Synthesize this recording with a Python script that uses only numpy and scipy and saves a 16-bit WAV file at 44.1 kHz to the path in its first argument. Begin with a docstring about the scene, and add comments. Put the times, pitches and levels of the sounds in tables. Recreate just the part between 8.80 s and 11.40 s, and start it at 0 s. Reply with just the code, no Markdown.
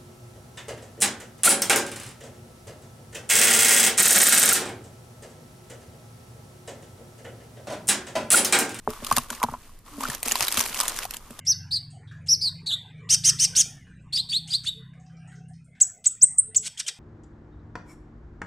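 """Ice cream bar set down among foil wrappers

A hand sets an ice cream bar on a plate that slides over foil wrappers, then gathers the wrappers up.
The foil snaps and fizzes (bursts and grains of coloured noise), and air pockets in the wrappers pop hollowly
(short wobbly tones). Plate, table and bar thud (fading sine tones); light wind rumbles (filtered noise)."""
import sys
import numpy as np
from scipy import signal
from scipy.fft import rfft, irfft, next_fast_len
from scipy.io import wavfile
from scipy.ndimage import uniform_filter1d

SR = 44100
rng = np.random.default_rng(int(sys.argv[2]) if len(sys.argv) > 2 else 0)


def generate_wav(sig):
    """Save sig (samples, or channels by samples) to the path in sys.argv[1] as 16-bit PCM at SR."""
    pcm = np.round(np.clip(np.atleast_2d(sig).T, -1, 1) * 32767).astype(np.int16)
    wavfile.write(sys.argv[1], SR, pcm)


N = 114660  # length in samples, 2.6 s

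# The general tone of crinkling foil. Each row: frequency in Hz, relative level in dB.
FOIL_TONE = [(180, -57), (300, 0.5), (1100, -1.5), (1480, -4), (3190, -5.5), (3950, -7), (10400, -6),
             (14500, -9), (16000, -30)]
DIFFUSE = 3.8  # for sounds from all around: the left-right likeness is raised to this power


def snaps():
    """Foil creases snap: each swells, ticks and dies as a short noise burst coloured around its centre."""
    # Single snaps. Each row: time in seconds (the tick comes 1.2 ms later), level in dB, colour centre in Hz.
    snap_rows = [(0.1037, -27.5, 6600), (0.2458, -19.5, 3360), (0.2656, -20.5, 5800), (0.311, -19, 3540),
                 (0.3243, -12, 7900), (0.361, -24, 6620), (0.3651, -7.5, 11300), (0.371, -13, 6300),
                 (0.3815, -9, 6950), (0.5025, -17.5, 6000), (0.5256, -30, 4960), (0.5492, -29, 8120),
                 (0.599, -33, 3500), (0.6293, -14, 11100), (0.6359, -17, 6350), (0.9887, -43.5, 11600),
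                 (1.2067, -25, 8190), (1.2357, -25, 6060), (1.2833, -26, 3600), (1.2993, -20, 5800),
                 (1.316, -29, 6250), (1.3304, -30, 2530), (1.3478, -19.5, 5850), (1.4288, -14, 10800),
                 (1.454, -23, 5100), (1.4598, -21.5, 8900), (1.4764, -18.5, 5340), (1.4817, -13, 7700),
                 (1.4942, -20, 7990), (1.5121, -13, 2520), (1.5191, -6, 10500), (1.523, -16, 7100),
                 (1.5549, -12.5, 3560), (1.5946, -21, 11100), (1.6065, -9, 3500), (1.623, -14, 6000),
                 (1.6259, -14.5, 5940), (1.6477, -19.5, 4380), (1.6701, -17, 3260), (1.6811, -10, 7400),
                 (1.6838, -22, 3520), (1.7055, -24, 5300), (1.715, -19.5, 8950), (1.7227, -12, 7800),
                 (1.7428, -19, 6800), (1.7716, -11, 5060), (1.7754, -13.5, 2500), (1.7866, -21, 5000),
                 (1.7926, -10, 6000), (1.804, -11, 5340), (1.8089, -9.5, 6100), (1.8242, -21.5, 5400),
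                 (1.838, -21.5, 5470), (1.8552, -21, 5130), (1.8608, -18.5, 4000), (1.9442, -19, 3870),
                 (1.9727, -20.5, 3670), (1.9892, -17.5, 5100), (2.0013, -7, 6060), (2.0082, -11.5, 9050),
                 (2.0328, -20, 8100), (2.0534, -21.5, 3180), (2.0805, -10.5, 4920), (2.0948, -19, 4870),
                 (2.1878, -16, 4100), (2.234, -31, 2500), (2.2512, -22.5, 6600), (2.308, -20, 11900),
                 (2.3367, -24.5, 3580), (2.3426, -24, 2180), (2.3671, -23, 6400), (2.5062, -33, 1980),
                 (2.59, -25, 7700)]
    swell_s, swell_db = 0.001, -10  # the swell before the tick
    tick_s, tick_db = 0.0004, 3
    t60, tail_t60, tail_db = 0.015, 0.05, -15  # seconds to fall by 60 dB; the tail is weaker
    ragged_db, ripple_db = 4, 4  # typical unevenness in time and over frequency
    centre_octaves, floor_db, floor_low_hz = 0.52, 4.5, 880  # width of the centre; broad floor under it
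    out, lead = np.zeros((2, N)), 512  # lead: samples before the tick
    t = (np.arange(4096) - lead) / SR
    after = np.maximum(t, 0)
    swell = gain_of(swell_db) * np.exp(t / swell_s)
    shape = np.where(t < 0, swell, gain_of(-60 * after / t60))
    shape = shape * (1 + gain_of(tick_db) * np.exp(-abs(t) / tick_s))
    shape = shape + gain_of(tail_db) * fall(after, tail_t60, 0.002)
    for s, db, centre_hz in snap_rows:
        ripple = ripple_db * wander(len(t) // 2 + 1, 60)
        ragged = gain_of(ragged_db * wander(len(t), 30))  # the crease gives way in jerks

        def crease_tone(hz):
            """A broad floor without bass plus a bump at the centre, both in the foil's tone."""
            floor = gain_of(floor_db) * hz ** 2 / (hz ** 2 + floor_low_hz ** 2)
            return gain_of(read(FOIL_TONE, hz) + ripple) * (floor + hump(hz, centre_hz, centre_octaves))

        burst = colour(shape * ragged * rng.standard_normal((2, len(t))), crease_tone)
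        # Scale by the strongest 3 ms, leaving room for peaks.
        burst /= np.sqrt(uniform_filter1d(burst ** 2, 130).max(1, keepdims=True) * 5)
        add(out, s + 0.001201 - lead / SR, gain_of(db) * burst)
    return out


def fizz():
    """Countless small creases of differing colour over a smoother rustle."""
    # Colours of the tiny creases: a list of centres in Hz.
    grain_centres = [1300, 2200, 3300, 5000, 7500, 11500]
    grains_per_s, spread_db, grain_t60, grain_octaves = 1600, 4, 0.009, 0.86  # the rate is for all colours together
    smooth_db, flutter_db = -5.5, 0.5
    calm = 0.4  # below 1, the crackle's share changes less than the movement
    t, grains = np.arange(1500) / SR, np.zeros((2, N))
    level = motion(column=1)
    busy = (level / level.max()) ** calm  # slow movement rustles, fast movement crackles
    for centre_hz in grain_centres:
        hits = clicks(grains_per_s / len(grain_centres), spread_db)
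        power = signal.oaconvolve(hits ** 2, fall(t, grain_t60, 0.00024) ** 2)[:N]
        noise = evened(np.sqrt(power.clip(0))) * rng.standard_normal((2, N))
        grains = grains + busy * colour(noise, lambda hz: hump(hz, centre_hz, grain_octaves))
    smooth = gain_of(smooth_db) * ports(*rng.standard_normal((2, N)), DIFFUSE)
    foil = ports(*grains) + smooth
    foil = foil * gain_of(flutter_db * busy * wander(N, 300, passes=2))  # clumps
    foil = colour(foil, lambda hz: gain_of(read(FOIL_TONE, hz)))
    # Level out slow changes, then follow the movement.
    return level * foil / np.sqrt(uniform_filter1d((foil ** 2).mean(0), size=4000))


def pops():
    """Trapped air pockets ring for a few cycles, mostly near 1 kHz, with a slightly wobbling phase."""
    # Hollow pops. Each row: start in seconds, level in dB, pitch in Hz.
    pop_rows = [(0.268, -27.5, 1190), (0.314, -7, 1086), (0.327, -20.5, 1187), (0.373, -17, 1000),
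                (0.381, -17, 1147), (0.387, -23, 1030), (0.506, -30, 970), (0.528, -31, 1130),
                (0.617, -21, 996), (0.629, -16, 1102), (0.636, -11, 988), (0.644, -17, 965),
                (0.686, -22.5, 915), (0.738, -22.5, 997), (0.748, -29.5, 1010), (0.893, -44, 1070),
                (1.207, -27, 1010), (1.224, -30, 980), (1.236, -19.5, 1183), (1.253, -20, 1380),
                (1.3, -26.5, 1780), (1.555, -18.5, 1020), (1.606, -27, 1025), (1.774, -23.5, 1250),
                (1.805, -23, 1077), (2.003, -21, 1225), (2.036, -26, 1020), (2.252, -25, 770)]
    t60, rise_s, wobble_radians = 0.017, 0.0024, 0.45
    out, t = np.zeros(N), np.arange(3000) / SR
    shape = fall(t, t60, rise_s)
    for s, db, hz in pop_rows:
        wobble = wobble_radians * wander(len(t), 50, passes=2)
        add(out, s, -gain_of(db) * shape / shape.max() * np.sin(2 * np.pi * hz * t + wobble))
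    return out


def hollow_rustle():
    """Small air pockets rustle all the while: random clicks through one broad resonance."""
    per_s, spread_db, centre_hz, width_hz = 990, 3, 1140, 420
    rustle = clicks(per_s, spread_db) * rng.standard_normal(N)
    rustle = colour(rustle, lambda hz: 1 / (1 + ((hz - centre_hz) / (.5 * width_hz)) ** 2))
    return motion(column=2) * evened(rustle)


def thuds():
    """Plate and table ring briefly at each contact, as sums of fading tones."""
    # Plate meeting the table. Each row: start in seconds, dull table level in dB, plate ring level in dB.
    thud_rows = [(0.078, -29.5, -28), (0.223, -34, -35.5), (0.316, -27.5, -32), (0.373, -26, -26),
                 (0.511, -50, -36.5), (0.635, -31, -28), (0.686, -31, -40.5), (0.721, -40, -38.5),
                 (1.18, -50, -34), (1.284, -29.5, -31), (1.46, -56, -32.5), (1.52, -64, -35),
                 (1.608, -34, -51), (1.774, -28, -31), (1.899, -43, -41), (2.504, -40, -38.5)]
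    # Dull low tones of the table. Each row: frequency in Hz, level in dB, seconds to fall by 60 dB.
    table_tones = [(80, 6, 0.066), (135, 2, 0.09)]
    # Ringing tones of the plate. Each row: frequency in Hz, level in dB, seconds to fall by 60 dB.
    plate_tones = [(240.3, 5, 0.1), (449, -4, 0.068), (595, 2.5, 0.033)]
    out, t = np.zeros(N), np.arange(12000) / SR
    for s, table_db, plate_db in thud_rows:
        table = gain_of(table_db) * ring(table_tones, t)
        add(out, s, table + gain_of(plate_db) * ring(plate_tones, t))
    return out


def bar_landing():
    """The soft bar lands: fading tones with the treble taken off."""
    # Tones of the landing. Each row: frequency in Hz, level in dB, seconds to fall by 60 dB.
    bar_tones = [(211, -3, 0.064), (346, -3, 0.11), (436, 4, 0.13), (627, -1.5, 0.084), (860, 28, 0.0046)]
    start_s, level_db, soft_hz = 0.0755, -23.5, 1700
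    out, t = np.zeros(N), np.arange(12000) / SR
    dull = signal.butter(4, soft_hz, fs=SR, output="sos")
    add(out, start_s, gain_of(level_db) * signal.sosfilt(dull, ring(bar_tones, t)))
    return out


def sliding_tone():
    """A low tone sags in pitch as the plate slides."""
    # The slide, one row: start in seconds, length in seconds, first pitch in Hz, last pitch in Hz, level in dB.
    slide = (1.1, 0.24, 309, 230, -39.5)
    s, length, from_hz, to_hz, db = slide
    out = np.zeros(N)
    hz = np.linspace(from_hz, to_hz, round(length * SR))
    tone = np.sin(2 * np.pi * np.cumsum(hz) / SR)
    add(out, s, gain_of(db) * np.sqrt(np.hanning(len(hz))) * tone)  # fades in and out
    return out


def dragging():
    """Plate and table hum faintly while things drag: a narrow band of noise that follows the movement."""
    drag_db, hum_hz, octaves = -39.5, 241, 0.15  # level before the movement scales it down
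    hum = colour(rng.standard_normal(N), lambda hz: hump(hz, hum_hz, octaves))
    return gain_of(drag_db) * np.sqrt(motion(column=1)) * evened(hum)


def air():
    """Light wind: noise with a low gusty rumble over a faint hiss."""
    # The tone of the air. Each row: frequency in Hz, relative level in dB.
    air_tone = [(20, 6.5), (45, -7.5), (80, -7), (200, -16), (450, -26), (1000, -43), (2500, -59),
                (15000, -60)]
    level_db, gust_db = -49.5, 1.5  # gust_db: typical swing of the rumble
    noise = colour(rng.standard_normal((2, N)), lambda hz: gain_of(read(air_tone, hz)) * (hz > 15))
    gust = gain_of(gust_db * wander(N, 4000, passes=2))
    low = colour(noise, lambda hz: 1 / (1 + (hz / 200) ** 2))
    return gain_of(level_db) * (noise - low + low * gust) / np.sqrt(np.mean(noise ** 2))


def motion(column):
    """How busily the foil moves, as a gain over time: column 1 for fizz, 2 for hollow rustle."""
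    # Levels to glide between. Each row: time in seconds, fizz level in dB, hollow rustle level in dB.
    movement = [(0, -65.5, -70), (0.069, -57, -75), (.1, -42.5, -42), (.2, -47.5, -51.5), (.3, -39, -45),
                (.4, -40, -54), (0.479, -51.5, -52), (0.528, -39.5, -61), (.6, -47.5, -46),
                (.74, -50, -45.5), (.77, -55, -58.5), (.85, -52.5, -65.5), (1.04, -63.5, -72),
                (1.066, -51, -51), (1.177, -48, -52.5), (1.22, -36, -43), (1.35, -37, -49.5),
                (1.369, -44, -55), (1.429, -50.5, -54), (1.46, -33, -56), (1.59, -34, -58),
                (1.62, -26, -36.5), (1.7, -37.5, -63), (1.79, -27, -43), (1.869, -35, -53),
                (2.0, -34.5, -35), (2.13, -36, -50), (2.24, -35, -52), (2.27, -49, -49), (2.37, -46.5, -67),
                (2.4, -53.5, -57.5), (2.6, -50.5, -56)]
    rows = np.array(movement)
    return gain_of(np.interp(np.arange(N) / SR, rows[:, 0], rows[:, column]))


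def clicks(per_s, spread_db):
    """Clicks at random moments, mostly small, a few large."""
    size = gain_of(spread_db * np.minimum(rng.exponential(1, N), 4))
    return size * (rng.random(N) < per_s / SR)


def ring(modes, t):
    """A struck body: fading tones, whose levels and pitches differ a little at every blow."""
    total = np.zeros(len(t))
    for hz, db, t60 in modes:
        gain = gain_of(db + 1.5 * rng.standard_normal())
        rise_s = 0.41 / hz
        shape = fall(t, t60, rise_s) * (1 - np.exp(-t / rise_s))  # an extra-soft start
        total += gain * shape * np.sin(2 * np.pi * hz * rng.uniform(0.96, 1.02) * t)
    return total


def fall(t, t60, rise_s):
    """Quick rise, then an exponential fall by 60 dB every t60 seconds."""
    return (1 - np.exp(-t / rise_s)) * gain_of(-60 * t / t60)


def wander(length, size, passes=1):
    """A smoothly wandering random curve of rms 1; size is the smoothing length in points."""
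    curve = rng.standard_normal(length)
    for _ in range(passes):
        curve = uniform_filter1d(curve, size)
    return evened(curve)


def hump(hz, centre_hz, octaves):
    """Bell-shaped colour on a log frequency axis."""
    return np.exp(-.5 * (np.log2((hz + 1) / centre_hz) / octaves) ** 2)


def gain_of(db):
    """Turns dB into a gain."""
    return 10 ** (np.asarray(db) / 20)


def evened(x):
    """Scales to rms 1."""
    return x / np.sqrt(np.mean(x ** 2) + 1e-20)


def read(points, hz):
    """Reads a curve between its points on a log frequency axis."""
    f, value = np.transpose(points)
    return np.interp(np.log(hz + 1), np.log(f + 1), value)


def add(mix, s, sound):
    """Mixes a sound in at time s (seconds)."""
    part = mix[..., round(s * SR):][..., :sound.shape[-1]]
    part += sound[..., :part.shape[-1]]


def colour(x, gain):
    """Filters by a gain given as a function of frequency."""
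    return irfft(rfft(x) * gain(np.fft.rfftfreq(x.shape[-1], 1 / SR)), x.shape[-1])


def ports(a, b, power=1):
    """Two microphones: alike in the bass, unlike in the treble; a and b are twin versions of one sound."""
    # Left-right likeness. Each row: frequency in Hz, likeness from 0 to 1.
    same = [(30, 0.99), (300, 0.98), (1200, 0.97), (2800, 0.86), (5600, 0.57), (10000, 0.18)]

    def likeness(hz):
        """The likeness at each frequency."""
        return np.clip(read(same, hz), 0, 1) ** power

    mid = colour(a, lambda hz: np.sqrt(.5 + .5 * likeness(hz)))
    side = colour(b, lambda hz: np.sqrt(.5 - .5 * likeness(hz)))
    return np.array([mid + side, mid - side])


def scene():
    """All sources at the two microphones."""
    body = pops() + hollow_rustle() + thuds() + bar_landing() + sliding_tone() + dragging()
    twin = signal.hilbert(body, next_fast_len(N))[:N].imag  # the same sound, a quarter cycle shifted
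    return ports(*(snaps() + np.array([body, twin]))) + fizz() + ports(*air(), DIFFUSE)


def record(dry):
    """Soft overload, which mostly rounds off the loudest peaks, then a cut of the highest treble."""
    treble_cut = signal.firwin(255, 15300, window=("kaiser", 8), fs=SR)  # cutoff in Hz
    return signal.oaconvolve(np.tanh(dry), treble_cut[None], "same")


dry = scene()
out = record(dry)
generate_wav(out)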